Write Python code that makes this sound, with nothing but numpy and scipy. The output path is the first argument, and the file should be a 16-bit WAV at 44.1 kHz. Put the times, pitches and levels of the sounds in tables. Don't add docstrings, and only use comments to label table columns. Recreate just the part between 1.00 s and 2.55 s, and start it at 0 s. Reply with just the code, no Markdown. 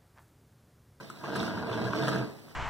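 import sys
import numpy as np
from scipy import signal
from scipy.fft import rfft, irfft
from scipy.io import wavfile

SR = 44100
rng = np.random.default_rng(int(sys.argv[2]) if len(sys.argv) > 2 else 0)


def pcm_store(signal):
    levels = np.round(np.clip(np.atleast_2d(signal), -1, 1) * 32767)
    wavfile.write(sys.argv[1], SR, levels.astype(np.int16).T)


N = 68355
T = np.arange(N) / SR


def undb(db):
    return 10 ** (np.asarray(db) / 20)


def unit(x):
    return x / np.sqrt(np.mean(x ** 2))


def unit_energy(x):
    return x / np.sqrt(np.sum(x ** 2, axis=-1, keepdims=True))


def curve(table, column=1):
    rows = np.array(table)
    return np.interp(T, rows[:, 0], rows[:, column])


def gains(table, size):
    rows = np.array(table)
    hz = np.fft.rfftfreq(size, 1 / SR)
    return undb(np.interp(np.log(hz + 1), np.log(rows[:, 0]), rows[:, 1]))


def colour(table, size=16384):
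    cepstrum = irfft(np.log(gains(table, size)))
    cepstrum[1:size // 2] *= 2
    cepstrum[size // 2 + 1:] = 0
    return unit_energy(irfft(np.exp(rfft(cepstrum))))


def through(x, response):
    return signal.fftconvolve(x, response)[:N]


def butter(x, hz, kind="lowpass", order=2):
    return signal.sosfilt(signal.butter(order, hz, kind, fs=SR, output="sos"), x)


def fade(t60, age=T):
    return np.exp(-np.log(1000) * age / t60)


def wobble(hz):
    return unit(butter(rng.standard_normal(N), hz))


def impacts(per_s, jitter, scatter_db):
    gap, strength, polarity = rng.standard_normal((N // 16, 3)).T
    at = (np.cumsum(np.exp(jitter * gap - jitter ** 2 / 2)) / per_s * SR).astype(int)
    size = undb(scatter_db * np.clip(strength, -2, 2)) * np.sign(polarity)
    return unit(np.bincount(at[at < N], size[at < N], N))


def ringing(modes):
    tones = (undb(db) * unit_energy(fade(t60) * np.sin(2 * np.pi * hz * T)) for hz, t60, db in modes)
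    return unit_energy(sum((-1) ** k * tone for k, tone in enumerate(tones)))


# frequency in Hz, relative level in dB.
AIR_SPECTRUM = [(25, 4), (70, 6.5), (140, 10), (300, 6.5), (700, -0.5), (1500, -10), (2400, -13),
                (4000, -28), (8000, -19), (15500, -20.5)]
def air():
    return through(rng.standard_normal(N), colour(AIR_SPECTRUM))


def reflections(x, early_t60=.032, room_t60=.6, treble_t60=.45, gap_s=.0074, shift_hz=10.6):
    diffuse = rng.standard_normal(N)
    low = butter(diffuse, 2500)
    tail = unit_energy((low * fade(room_t60) + (diffuse - low) * fade(treble_t60)) * (T > gap_s))
    paths = unit_energy(butter(rng.standard_normal((5, N)), 890, "highpass") * fade(early_t60))
    shares = unit_energy(np.array([wobble(shift_hz) for _ in paths]).T).T
    early = sum(share * through(x, path) for share, path in zip(shares, paths))
    return undb(-6.5) * early + undb(-7.5) * through(x, tail)


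# start in seconds, frequency in Hz, relative level in dB.
SEAT_THUDS = [(.403, 84.5, -40), (.535, 101, -38), (.59, 94, -41), (.695, 109, -40), (.885, 95.5, -39.5)]
def thuds(rise_s=.01):
    out = np.zeros(N)
    for start, hz, db in SEAT_THUDS:
        age = np.maximum(T - start, 0)
        out += undb(db) * age / rise_s * np.exp(1 - age / rise_s) * np.sin(2 * np.pi * hz * age)
    return out


# time in seconds, frequency in Hz, relative level in dB.
SEAT_DRONE = [(.22, 141.6, -59), (.28, 138.6, -46.5), (.40, 131.5, -44), (.47, 123, -53), (.55, 120.4, -49),
              (.64, 120.3, -59), (.74, 117.6, -42), (.84, 122.6, -36), (.92, 123.9, -40), (.97, 126.3, -58),
              (1.035, 135.3, -31.5), (1.13, 132.7, -36.5), (1.23, 127, -33.5), (1.26, 137.4, -51)]
def seat_drone(roughness=.14, flutter_hz=30, release_t60=.72):
    phase = 2 * np.pi * np.cumsum(curve(SEAT_DRONE)) / SR
    release = fade(release_t60, age=np.maximum(T - SEAT_DRONE[-1][0], 0))
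    envelope = undb(curve(SEAT_DRONE, column=2)) * release
    return unit(np.sin(phase)) * envelope * (1 + roughness * wobble(flutter_hz))


# time in seconds, lower partial in Hz, relative level in dB.
WHEEL_WHIRR = [(.6, 440, -57), (.69, 456, -40), (.76, 432, -42), (.84, 436, -43.5), (.91, 419, -50),
               (1.0, 440.8, -42), (1.08, 440, -50), (1.21, 446, -46), (1.3, 430, -51.5)]
def wheel_whirr(roughness=.45, flutter_hz=35, skirt_t60=.33, fifth_db=-4):
    phase = 2 * np.pi * np.cumsum(curve(WHEEL_WHIRR)) / SR
    lower, upper = (np.sin(ratio * phase) * (1 + roughness * wobble(flutter_hz)) for ratio in (1, 1.5))
    outside_s = np.abs(T - np.clip(T, WHEEL_WHIRR[0][0], WHEEL_WHIRR[-1][0]))
    envelope = undb(curve(WHEEL_WHIRR, column=2)) * fade(skirt_t60, age=outside_s)
    return np.sqrt(2) * (lower + undb(fifth_db) * upper) * envelope


# time in seconds, relative level in dB.
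RUB_LEVEL = [(0, -51.5), (.07, -59), (.22, -58.5), (.27, -50.5), (.32, -54), (.36, -46.5), (.44, -43.5),
             (.52, -55), (.59, -54.5), (.635, -59.5), (.74, -48.5), (.79, -53.5), (.83, -48), (.92, -51.5),
             (.96, -46), (1.09, -42.5), (1.17, -50), (1.24, -55), (1.3, -61.5)]
# frequency in Hz, relative level in dB.
RUB_SPECTRUM = [(500, -36), (2000, 0.5), (2800, -4.5), (3700, -0.5), (4700, 0.5), (5600, -5), (6500, -12),
                (8000, -13.5), (11500, -22.5), (15500, -19.5)]
def shaft_rub():
    slips = impacts(per_s=1100, jitter=.9, scatter_db=1.5)
    return through(slips * undb(curve(RUB_LEVEL)), colour(RUB_SPECTRUM))


# start in seconds, frequency in Hz, relative level in dB.
SHAFT_CHIRPS = [(.3935, 5650, -37), (.4007, 3560, -31), (.7285, 3420, -35), (.7348, 3630, -39.5),
                (1.023, 3600, -35), (1.158, 5673, -43)]
def shaft_chirps(slip_s=.003):
    out = np.zeros(N)
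    for start, hz, db in SHAFT_CHIRPS:
        age = np.clip(T - start, 0, slip_s)
        out += undb(db) * np.sin(np.pi * age / slip_s) ** 2 * np.sin(2 * np.pi * hz * age)
    return out


# start in seconds, relative levels of body and tick in dB, clack pitch in Hz.
KNOCK_EVENTS = [(.0995, -37.5, -47, 1330), (.2385, -37, -60, 1200), (.353, -37, -54, 1500),
                (.358, -31, -43, 1520), (.365, -37, -46, 1250), (.429, -35, -47, 1300),
                (.479, -34.5, -52, 1400), (.5761, -36, -62, 1450), (.6923, -38, -64, 1300),
                (.7138, -36, -64, 1200), (.872, -43, -54, 1400), (.9328, -29, -60, 1380),
                (.955, -38, -51, 1500), (1.033, -33.5, -50, 1550), (1.074, -34, -48, 1450),
                (1.081, -27, -42, 1600), (1.089, -35, -43, 1500), (1.131, -35, -56, 1300),
                (1.147, -36, -56, 1400), (1.159, -34, -48, 1450), (1.183, -42, -52, 1400),
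                (1.481, -55, -65, 1450), (1.511, -53, -70, 1400)]
# ratio to the pitch, 60 dB decay in seconds, relative level in dB.
CLACK_MODES = [(.75, .018, -5), (.9, .022, -2), (1, .026, 0), (1.13, .018, -3)]
# frequency in Hz, relative level in dB.
BODY_SPECTRUM = [(60, -22), (300, 10.5), (750, 2.5), (1100, 5), (1650, -7.5), (2100, -1.5), (3000, -8.5),
                 (15000, -56)]
TICK_SPECTRUM = [(500, -7), (2500, -7), (4000, 9), (5600, 1), (7000, 7), (8000, 3), (11500, 0),
                 (15500, -17)]
def knocks(blow_db=21, tick_t60=.032, body_t60=.016):
    rows = np.array(KNOCK_EVENTS)
    starts = (rows[:, 0] * SR).astype(int)
    body_blows, tick_blows = (np.bincount(starts, undb(rows[:, k] + blow_db), N) for k in (1, 2))
    tick = rng.standard_normal(N) * through(tick_blows, unit_energy(fade(tick_t60)))
    body = rng.standard_normal(N) * through(body_blows, unit_energy(fade(body_t60)))
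    clacks = np.zeros(N)
    for start, hz in zip(starts, rows[:, 3]):
        modes = [(ratio * hz, t60, db) for ratio, t60, db in CLACK_MODES]
        clacks[start:] += body_blows[start] * ringing(modes)[:N - start]
    return clacks + undb(-1.5) * through(body, colour(BODY_SPECTRUM)) + through(tick, colour(TICK_SPECTRUM))


# frequency in Hz, 60 dB decay in seconds, relative level in dB.
FRAME_MODES = [(176.2, 0.18, 2), (195.8, 0.5, 0), (218, 0.3, 2), (236.5, 0.89, -2.5), (300.1, 0.27, -1),
               (322, 0.34, 1.5), (387.4, 0.98, -11), (435.4, 0.75, -7.5), (468.4, 0.33, -5.5),
               (520, 0.63, -20), (624.3, 0.075, -6), (663.6, 0.27, 1), (944, 0.027, -5), (1046, 0.044, -11),
               (1222, 0.26, -13), (1410, 0.09, -23), (1418, 0.046, -9), (1606, 0.054, -2)]
def frame_ring(force, waver_s=.00016, waver_hz=10):
    ring = through(force, ringing(FRAME_MODES))
    return np.interp(T + waver_s * wobble(waver_hz), T, ring)


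# time in seconds, relative level of the tooth force in dB.
CRANK_EFFORT = [(0, -39), (.04, -50), (.08, -59.5), (.18, -53), (.225, -45.5), (.26, -36.5), (.36, -34.5),
                (.47, -34.5), (.54, -37), (.64, -36), (.71, -37), (.81, -31), (.9, -37), (.96, -31),
                (1.11, -31.5), (1.19, -34), (1.245, -43.5), (1.29, -84), (1.42, -69), (1.55, -60)]
# frequency in Hz, relative level in dB.
CLATTER_SPECTRUM = [(40, -44.5), (62, -5), (100, 3.5), (190, 3.5), (330, 5.5), (550, 0), (780, -3.5),
                    (1000, -5), (1600, -10), (1900, -13.5), (2400, -15.5), (5000, -25.5), (15000, -81.5)]
def gears():
    strikes = impacts(per_s=110, jitter=.22, scatter_db=2.5)
    bounces = impacts(per_s=700, jitter=.8, scatter_db=2.5)
    force = unit(strikes + undb(-1) * bounces) * undb(curve(CRANK_EFFORT))
    return through(force, colour(CLATTER_SPECTRUM)), undb(-2) * frame_ring(force)


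# frequency in Hz, gain in dB.
SIDE_GAIN = [(60, 7), (130, -3), (300, 1.5), (700, -6), (1300, 4.5), (2200, 2.5), (5000, 3.5), (15000, 1.5)]
def scene(wood_side_db=-9.5):
    clatter, ring = gears()
    rattle, blows, chirps = clatter + shaft_rub(), knocks(), shaft_chirps()
    wood = ring + wheel_whirr() + undb(-1) * (seat_drone() + thuds())
    direct = undb(-5) * rattle + undb(-1.5) * blows + chirps + wood
    into_room = undb(-1.5) * rattle + undb(-3) * blows + undb(-5) * chirps
    diffuse_mid, diffuse_side = (reflections(into_room) + undb(-55) * air() for _ in range(2))
    mid = direct + diffuse_mid
    quadrature = -1j * undb(wood_side_db) * rfft(wood, 2 * N)
    side = irfft(rfft(diffuse_side, 2 * N) * gains(SIDE_GAIN, 2 * N) + quadrature)[:N]
    return np.array([mid + side, mid - side])


# frequency in Hz, left minus right level in dB.
CHANNEL_BALANCE = [(100, 0.5), (300, -0.5), (450, -1.5), (800, 0), (1300, 0), (1750, 1), (2200, 0.5),
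                   (2700, -4.5), (4000, -2.5), (9000, -3), (13000, -4)]
def record(dry, lag_s=.000426, from_hz=750, to_hz=14500):
    hz, channels = np.fft.rfftfreq(2 * N, 1 / SR), rfft(dry, 2 * N)
    share = .95 * (1 - np.exp(-(hz / from_hz) ** 2)) * np.exp(-(hz / to_hz) ** 2)
    opposite = np.exp(-2j * np.pi * hz * lag_s) * channels[::-1]
    wide = (channels - share * opposite) / np.sqrt(1 + share ** 2)
    lean = np.sqrt(gains(CHANNEL_BALANCE, 2 * N))
    out = irfft(wide * np.array([lean, 1 / lean]))[:, :N]
    out = butter(out, 87, "highpass", order=3)
    return signal.sosfilt(signal.ellip(10, .2, 80, 15850, fs=SR, output="sos"), out)


dry = scene()
out = record(dry)
pcm_store(out)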